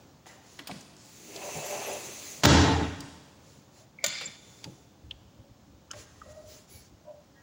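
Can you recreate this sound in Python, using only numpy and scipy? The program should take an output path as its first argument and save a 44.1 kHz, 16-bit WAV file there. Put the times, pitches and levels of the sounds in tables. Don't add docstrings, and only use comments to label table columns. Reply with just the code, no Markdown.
import sys
import numpy as np
from scipy import signal
from scipy.fft import rfft, irfft
from scipy.io import wavfile
from scipy.ndimage import uniform_filter1d

SR = 44100
rng = np.random.default_rng(int(sys.argv[2]) if len(sys.argv) > 2 else 0)


def volts(x):
    e = np.asarray(x, float) / 20
    return 10 ** e


def unload_wav(signal):
    wavfile.write(
        sys.argv[1],
        SR,
        np.round(np.clip(np.atleast_2d(signal).T, -1, 1) * 32767).astype(np.int16),
    )


N = 327252


# f/Hz, level/dB
AIR_COLOUR = [(71, -32), (120, -5), (289, -9.5), (436, -17.5), (557, -12.5), (617, -17.5), (757, -17),
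              (2070, -29), (6910, -28.5), (8140, -38.5), (13000, -47.5), (15000, -38.5), (16000, -25)]
# t/s, level/dB
AIR_LEVELS = [(0, -53.5), (.2, -57.5), (2.4, -54), (3.8, -57), (3.93, -59.5), (4.1, -55), (5, -58.5),
              (7.3, -58.5), (7.42, -58)]
# f/Hz, level/dB
BREEZE_COLOUR = [(30, -6.5), (60, 6.5), (88, 0.5), (125, -20.5), (300, -14.5), (500, -72)]
# start t/s, length/s, peak level/dB
BREEZE_BUFFETS = [(4.813, 0.12, -65), (4.994, 0.22, -49), (5.186, 0.12, -55), (5.348, 0.11, -49),
                  (5.487, 0.052, -52), (5.587, 0.25, -54.5), (5.844, 0.2426, -56.5), (6.101, 0.38, -56.5),
                  (6.38, 0.25, -60.5), (6.704, 0.14, -55), (6.885, 0.066, -52)]
# start t/s, length/s, f/Hz, width/Hz, level/dB
FAINT_TONES = [(2.75, .1, 835, 30, -41), (6.47, .14, 15300, 900, -61), (6.69, .15, 15300, 900, -60),
               (3.79, .07, 630, 40, -62), (5.306, .28, 557, 13, -65), (6.23, .42, 612, 30, -53),
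               (6.25, .1, 527, 45, -58), (6.691, .15, 11100, 300, -60), (7.041, 0.22, 593, 28, -52),
               (7.053, 0.12, 690, 19, -59), (7.048, 0.086, 985, 25, -65), (6.15, 0.32, 1908, 25, -69),
               (6.689, 0.22, 4570, 60, -67), (6.74, .12, 5250, 60, -69), (6.72, .1, 812, 20, -65),
               (6.7, .14, 2280, 60, -68), (6.47, .14, 5200, 150, -69), (7.34, 0.14, 1890, 30, -66),
               (7.34, 0.14, 1646, 15, -70)]
# start t/s, length/s, peak level/dB, lean (under 1 peaks early)
SCUFF_STROKES = [(0.265, 0.26, -52, 0.14), (0.405, 0.26, -57, 1), (0.7, 0.2424, -61.5, 0.52),
                 (3.39, 0.29, -62, 0.81), (3.687, 0.18, -60, 1.25), (4.4, 0.58, -59, 0.5403),
                 (5.919, 0.14, -51, 1.3), (6.015, 0.94, -64.5, 0.63), (6.26, 0.073, -63, 2.3),
                 (6.455, 0.22, -56, 0.62), (6.674, 0.27, -57.5, 0.59)]
# f/Hz, level/dB
SCUFF_COLOUR = [(200, -26), (400, 10.5), (700, -15), (1900, -5.5), (4500, -1.5), (7200, 3), (8300, -12),
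                (10500, -7), (12000, -38), (13300, -19), (14300, -13), (15500, -7), (16200, -16.5)]
# t/s, peak level/dB, centre f/Hz, width/Hz, time for the puff to fade 60 dB/s,
# level sent to the room against the near sound/dB
SMALL_TICKS = [(0.258, -43, 1210, 2500, 0.022, 7), (0.266, -41.5, 630, 706, 0.05847, -1),
               (0.59, -34, 2850, 5700, 0.045, -5.5), (0.672, -31.5, 5370, 6240, .039, 0),
               (.673, -38, 15000, 2000, .05, -10), (0.69, -36.5, 716, 308, 0.074, -5.5),
               (0.712, -34.5, 2933, 3720, 0.028, -8), (0.808, -41.5, 6640, 3059, .039, -13),
               (0.965, -45.5, 5640, 3030, 0.03097, 8.5), (1.361, -33.5, 5030, 4000, 0.018, -5),
               (3.005, -32, 5600, 3600, .02, -2), (3.005, -45, 15200, 1200, .015, -30),
               (2.454, -22.5, 15200, 1400, .02, -29.5), (4.041, -32.5, 15200, 1400, 0.02, -24.5),
               (4.062, -35, 15200, 1400, .025, -22.5), (3.986, -44, 2210, 199, 0.028, 0.5),
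               (4.21, -33.5, 3000, 5900, 0.055, -18), (4.222, -54, 5000, 4000, 0.0354, -25),
               (4.254, -35.5, 7290, 260, .035, -29), (4.6415, -32.5, 4500, 4000, 0.022, -21),
               (4.645, -50, 2681, 350, 0.02154, -16), (5.109, -33, 3060, 1000, 0.026, -15),
               (5.9067, -44.5, 1368, 350.2, 0.083, -19), (5.908, -42, 2880, 500, 0.023, -25),
               (5.9125, -29, 5900, 2455, 0.022, -8), (5.932, -38, 1000, 2709, .05, 0),
               (6.215, -43, 1220, 220, 0.018, -6.5)]
# t/s, f/Hz, rms level/dB
DULL_THUMPS = [(0.588, 284, -55.5), (0.688, 209, -52), (.712, 184, -50.5), (0.738, 185, -50),
               (1.55, 160, -51), (1.575, 140, -57.5), (1.595, 179, -61.5), (2.81, 280, -43),
               (2.97, 800, -68), (2.985, 250, -52.5), (4.059, 160, -56), (4.034, 584, -50),
               (4.208, 530, -56.5), (4.258, 160, -58), (4.643, 850, -61.5), (4.649, 400, -62),
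               (4.655, 152, -50), (4.665, 530, -62.5), (4.69, 300, -59), (5.934, 600, -55.5)]
# f/Hz, width/Hz, level/dB
RATTLE_MODES = [(701, 500, -14), (1500, 900, -1), (2942.2, 900, 4.5), (2293, 160, 5), (3480, 90, 1),
                (4270, 273, 6), (4780, 240, 7.5), (5900, 1400, -2), (7150, 390, -8)]
# t/s, ring level/dB, crack level/dB
LATCH_SNAPS = [(4.0408, -36, -19.5), (4.0618, -50.5, -21.5), (4.082, -63, -28)]
# f/Hz, level/dB, time to fade 60 dB/s
LATCH_MODES = [(585, 1.5, 0.041), (916, -28.5, 0.0379), (1214, -13.5, 0.23), (1464, -5, 0.1),
               (1843, -2, 0.088), (2120, 4, 0.039), (2310, 2, 0.069), (2180, -23, 0.813), (3460, -26, 0.9),
               (3520, -21, 1.7), (3540, -12.5, 0.96), (4114, -20, 0.832), (3610, -4, 0.0524),
               (4471.4, -7, 0.016), (4710, 6.5, 0.019), (6004, -24, 0.0088), (6640, -6, 0.0074),
               (7066, 11.5, 0.03)]
# f/Hz, level/dB
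LATCH_COLOUR = [(300, -46), (1000, -5), (2200, -13), (3500, 1), (5000, -2.5), (7200, 4.5), (8300, -12.5),
                (10500, -9), (12800, -25.5), (15300, -8), (16000, -20.5)]
# t/s, crack level/dB, thud level/dB
DOOR_BLOWS = [(2.435, -17.5, -60), (2.4385, -14.5, -38), (2.4448, -23, -36.5), (2.4497, -13, -39),
              (2.4515, -11, -34.5), (2.4545, -7.5, -29), (2.4607, -32, -32.5), (2.492, -25, -37),
              (2.543, -29, -34.5), (2.615, -25.5, -41.5), (2.69, -39, -47)]
# f/Hz, level/dB, time to fade 60 dB/s
DOOR_MODES = [(27.647, 1, .4), (46.9, 0, 0.29), (84.7, 5.5, 0.45), (132, 1, 0.14), (161, 6, 0.15),
              (196, 0.5, 0.09), (232.7, 0.5, 0.18), (282.3, 9, 0.19), (344.5, 2.5, 0.12), (410.5, 2, 0.16),
              (500, -3, 0.05), (616, -4.5, 0.08), (698, 0.5, 0.082), (802, 0, 0.082), (880, 5, 0.099),
              (968, -1.5, 0.062), (1183, 2, 0.042), (1317, -2, 0.034), (1477, 0, 0.03), (1708, -0.5, 0.025),
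              (1915, -2, 0.017), (2450, 0.5, 0.017)]
# f/Hz, level/dB
BLOW_COLOUR = [(60, -16), (300, 5), (1000, 3), (1500, 0), (2400, -2), (3600, -1), (4700, -2), (7200, -4),
               (8500, -20.5), (10500, -17.5), (12800, -45), (14000, -16), (15300, -13), (16000, -36.5)]
# start t/s, length/s, f/Hz, level/dB
SEAL_SQUEAKS = [(1.644, 0.047, 11650, -49), (1.688, 0.043, 11430, -49.5), (1.72, .03, 11800, -64),
                (1.855, 0.041, 11580, -49), (1.921, 0.02541, 9900, -45.5)]
# f/Hz, level/dB
SEAL_COLOUR = [(530, -35), (900, -12), (1570, -11.5), (2350, -6), (2600, -9), (2850, -9.5), (4400, -6),
               (5350, -7.5), (6110, -0.5), (7230, -2), (8250, -11), (11400, -11.5), (13300, -36),
               (14300, -12), (15200, -4.5), (16000, -11)]
# f/Hz, width/Hz, level/dB
PANE_MODES = [(160, 51, -19), (320, 67, 5.5), (400, 27, 6), (500, 160, 5.5), (600, 36, 5), (699, 100, 1),
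              (775, 54, -0.5), (880, 24, -14), (1000, 110, 1)]
# t/s, rumble level/dB, seal hiss level/dB, centre of the rumble f/Hz (higher at speed)
ROLL_COURSE = [(0.9, -81.5, -123, 250), (1.05, -67, -52.5, 247.8), (1.26, -52.5, -46.5, 290),
               (1.3, -46.5, -45.5, 330), (1.37, -42, -43, 467), (1.4, -42.5, -43.5, 514),
               (1.45, -42, -40.5, 632.1), (1.5, -41.5, -40.5, 666), (1.55, -39.5, -39, 596),
               (1.61, -41, -40, 600), (1.64, -40, -40.5, 644), (1.7, -41.5, -38, 600),
               (1.74, -38, -39.5, 594), (1.82, -40.5, -39, 570), (1.9, -39, -39, 500),
               (1.97, -43, -41, 580), (2.035, -44.5, -41, 580), (2.06, -55, -39.5, 480),
               (2.09, -43.5, -42, 420), (2.16, -62, -41.5, 444), (2.3, -53, -40.5, 450),
               (2.415, -52, -44.5, 454)]
# f/Hz, time to fade 60 dB/s
ECHO_TIMES = [(80, 1.34), (250, 1.14), (1000, 1.31), (2500, 1.454), (5000, 1.2), (8000, 1.21), (11000, 1.5),
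              (15000, 0.63)]
# f/Hz, level/dB
ECHO_COLOUR = [(8000, 0), (12000, -3.5), (14000, -14.5), (16000, 3)]
# f/Hz, level/dB
SUPPRESSOR_LEVELS = [(80, -54), (150, -45.5), (300, -47.5), (1000, -57), (2000, -66.5), (7000, -56.5),
                     (9000, -66), (15000, -60)]


def read(points, hz):
    f, value = np.transpose(points)
    return np.interp(np.log(hz + 1), np.log(f + 1), value)


def curve(rows, edge=-120):
    s, *columns = np.transpose(rows)
    return [np.interp(np.arange(N) / SR, s, c, edge, edge) for c in columns]


def evened(x):
    return x / np.sqrt(np.mean(x ** 2) + 1e-20)


def add(mix, s, sound):
    part = mix[round(s * SR):][:len(sound)]
    part += sound[:len(part)]


def noise(points, patchy_db):
    a, b, patches = rng.standard_normal((N // 256 + 5, 513, 3)).T
    patches = uniform_filter1d(uniform_filter1d(patches, size=10, axis=0), size=8, axis=1)
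    colour_db = read(points, np.fft.rfftfreq(1024, 1 / SR))[:, None]
    spectra = (a + 1j * b) * volts(colour_db + patchy_db * evened(patches))
    return evened(signal.istft(spectra, nperseg=1024, noverlap=768)[1][:N])


def resonate(x, hz, width):
    turn = np.exp(2j * np.pi * hz * np.arange(len(x)) / SR)
    r = np.exp(-np.pi * width / SR)
    return 2 * (turn * signal.lfilter([1 - r], [1, -r], x / turn)).real


def ring(modes, spread):
    t = np.arange(SR) / SR
    out = np.zeros(SR)
    for (hz, db, t60), spot in zip(modes, rng.standard_normal(len(modes))):
        out += volts(db + spread * spot - 60 * t / t60) * np.sin(2 * np.pi * hz * t)
    return out


def burst(t60, size=4000):
    return rng.standard_normal(size) * volts(-60 * np.arange(size) / SR / t60)


def onset(samples, size=4000):
    return 1 - np.exp(-np.arange(size) / samples)


def crack(t60, colour=BLOW_COLOUR):
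    z = rfft(burst(t60, size=8192))
    even = z * (np.mean(abs(z)) / abs(z)) ** .9
    return irfft(even * volts(read(colour, np.fft.rfftfreq(8192, 1 / SR))))[:4000]


def swell(seconds, lean=0.92):
    u = np.linspace(0, 1, round(seconds * SR))
    return np.sin(np.pi * u ** lean)


def tail():
    taps = np.zeros(2 * SR)
    at = np.arange(300, 2 * SR - 20, 20) + rng.integers(0, 20, (2 * SR - 301) // 20)
    taps[at] = rng.choice([-1., 1.], len(at)) * (1 - np.exp(-at / SR / 0.016))
    hz, t, z = signal.stft(taps, SR, nperseg=512)
    level_db = read(ECHO_COLOUR, hz)[:, None] - 60 * t / read(ECHO_TIMES, hz)[:, None]
    out = signal.istft(z * volts(level_db), SR, nperseg=512)[1]
    return out / np.linalg.norm(out)


def room(x):
    turn = np.pi * np.arange(N) / SR / .006
    wet = np.zeros(N)
    for k in range(3):
        share = np.sqrt(2 / 3) * abs(np.cos(turn + k * np.pi / 3))
        wet += signal.fftconvolve(x * share, tail())[:N]
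    return wet


def air():
    return volts(curve(AIR_LEVELS)[0]) * noise(AIR_COLOUR, patchy_db=0.8)


def breeze():
    level = np.full(N, volts(-63.5))
    for s, seconds, db in BREEZE_BUFFETS:
        add(level, s, volts(db) * swell(seconds, lean=0.98) ** 1.1)
    return level * noise(BREEZE_COLOUR, patchy_db=0.0)


def tones():
    out = np.zeros(N)
    for s, seconds, hz, width, db in FAINT_TONES:
        shape = swell(seconds, lean=0.62)
        fuzz = resonate(rng.standard_normal(SR), hz, width)
        fuzz = evened(resonate(fuzz, hz, 3 * width))
        fuzz /= (uniform_filter1d(fuzz ** 2, size=400) + .05) ** 0.18
        add(out, s, volts(db) * shape * evened(fuzz)[-len(shape):])
    return out


def scuffs():
    stroke = np.zeros(N)
    for s, seconds, db, lean in SCUFF_STROKES:
        add(stroke, s, volts(db) * swell(seconds, lean) ** 1.34)
    return stroke * noise(SCUFF_COLOUR, patchy_db=1.5)


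def ticks():
    near, far = np.zeros(N), np.zeros(N)
    for s, db, hz, width, t60, room_db in SMALL_TICKS:
        puff = burst(t60) * onset(30)
        body = evened(resonate(resonate(puff, hz, width), hz, width))
        tick = body + width / 9000 * evened(crack(4.7 * t60))
        tick *= volts(db) / abs(tick).max()
        add(near, s, tick)
        add(far, s, volts(room_db) * tick)
    return near, far


def thumps():
    out = np.zeros(N)
    rise = onset(0.0012 * SR)
    for s, hz, db in DULL_THUMPS:
        thump = resonate(resonate(rise * burst(0.22), hz, 100), hz, 100)
        add(out, s, volts(db) * evened(thump))
    return out


def rattle():
    start_s, length_s, level_db, knocks_per_s = 4.06, 0.35, -46, 4800
    shape = swell(length_s, lean=0.53)
    knocks = rng.standard_normal(len(shape)) * (rng.random(len(shape)) < knocks_per_s / SR)
    knocks = signal.sosfilt(signal.butter(8, 7700, fs=SR, output="sos"), knocks)
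    parts = sum(volts(db) * evened(resonate(knocks, hz, width)) for hz, width, db in RATTLE_MODES)
    out = np.zeros(N)
    add(out, start_s, volts(level_db) * shape * evened(parts))
    return out


def latch():
    out = np.zeros(N)
    for s, ring_db, crack_db in LATCH_SNAPS:
        add(out, s, volts(ring_db) * ring(LATCH_MODES, spread=0.87) * onset(30, SR))
        add(out, s, volts(crack_db) * crack(0.041, LATCH_COLOUR) * onset(40))
    return out


def bump():
    cracks, boom = np.zeros(N), np.zeros(N)
    for s, crack_db, thud_db in DOOR_BLOWS:
        add(cracks, s, volts(crack_db) * crack(0.023))
        slow_start = onset(150, SR)
        add(boom, s, volts(thud_db) * ring(DOOR_MODES, spread=3.76) * slow_start)
    return cracks, boom


def squeaks():
    out = np.zeros(N)
    for s, seconds, hz, db in SEAL_SQUEAKS:
        shape = swell(seconds)
        add(out, s, volts(db) * shape * evened(resonate(rng.standard_normal(len(shape)), hz, 60)))
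    return out


def pane_rumble(centre_hz):
    reach_octaves, wander_db, wander_s, knocks_per_s = .85, 2, .08, 4000
    whine_hz, whine_width_hz, whine_db = 2630, 170, -10.5
    strength = volts(np.minimum(rng.exponential(1, N), 5))
    grit = strength * (rng.random(N) < knocks_per_s / SR) * rng.choice([-1, 1], N)
    pane, power, span = 0, 0, round(wander_s * SR)
    for hz, width, db in PANE_MODES:
        wander = evened(uniform_filter1d(uniform_filter1d(rng.standard_normal(N), span), span))
        octaves_off = np.log2(hz / np.maximum(centre_hz, 100))
        gain = volts(db - 8 * (octaves_off / reach_octaves) ** 2 + wander_db * wander)
        pane = pane + gain * evened(resonate(rng.permutation(grit), hz, width))
        power = power + gain ** 2
    whine = volts(whine_db) * evened(resonate(grit, whine_hz, whine_width_hz))
    return pane / np.sqrt(power) + whine


def roll():
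    rumble_db, hiss_db, centre_hz = curve(ROLL_COURSE)
    rumble = volts(rumble_db) * pane_rumble(centre_hz)
    hiss = volts(hiss_db) * noise(SEAL_COLOUR, patchy_db=0.8)
    return rumble + hiss + squeaks()


def scene():
    rolling, (cracks, boom), snap = roll(), bump(), latch()
    (near, far), dull = ticks(), thumps()
    to_room = volts(-10.5) * rolling + volts(1.0) * (cracks + boom) + volts(-6.5) * snap
    to_room += far + volts(-11.5) * dull
    direct = volts(-6.0) * rolling + cracks + boom + snap + near + dull
    background = rattle() + scuffs() + tones() + air() + breeze()
    return (direct + room(to_room) + background)[None]


def suppress(x):
    hz, t, z = signal.stft(x, SR, nperseg=512, noverlap=384)
    power = uniform_filter1d(uniform_filter1d(abs(z) ** 2, size=9, axis=0), size=9, axis=1)
    over_db = 10 * np.log10(power + 1e-14) - read(SUPPRESSOR_LEVELS, hz)[:, None]
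    keep = np.exp(-128 / SR / 0.32)
    creep_db = signal.lfilter([1 - keep], [1, -keep], np.maximum(over_db + 9.5, 0))
    over_db += 5.5 - .5 * creep_db
    opened = 1 / (1 + np.exp(-np.clip(over_db / 2.5, -30, 30)))
    return signal.istft(z * volts(7.9 * opened), SR, nperseg=512, noverlap=384)[1][:N]


def limit(x):
    level_db = 10 * np.log10(abs(uniform_filter1d(x ** 2, size=600)) + 1e-12)
    fall = np.arange(N) * 60. / SR
    held_db = np.maximum.accumulate(level_db + fall) - fall
    excess_db = np.maximum(held_db + 18.0, 0)
    return x / volts(0.56 * uniform_filter1d(excess_db, size=300))


def low_pass(x):
    return signal.sosfilt(signal.butter(12, 17000, fs=SR, output="sos"), x)


def record(dry):
    x = signal.sosfilt(signal.butter(3, 72, "high", fs=SR, output="sos"), dry[0])
    x = limit(suppress(x))
    treble_cut = signal.firwin(255, 15900, window=("kaiser", 5), fs=SR)
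    x = signal.oaconvolve(x, treble_cut, "same")
    return low_pass(x[None])


dry = scene()
out = record(dry)
unload_wav(out)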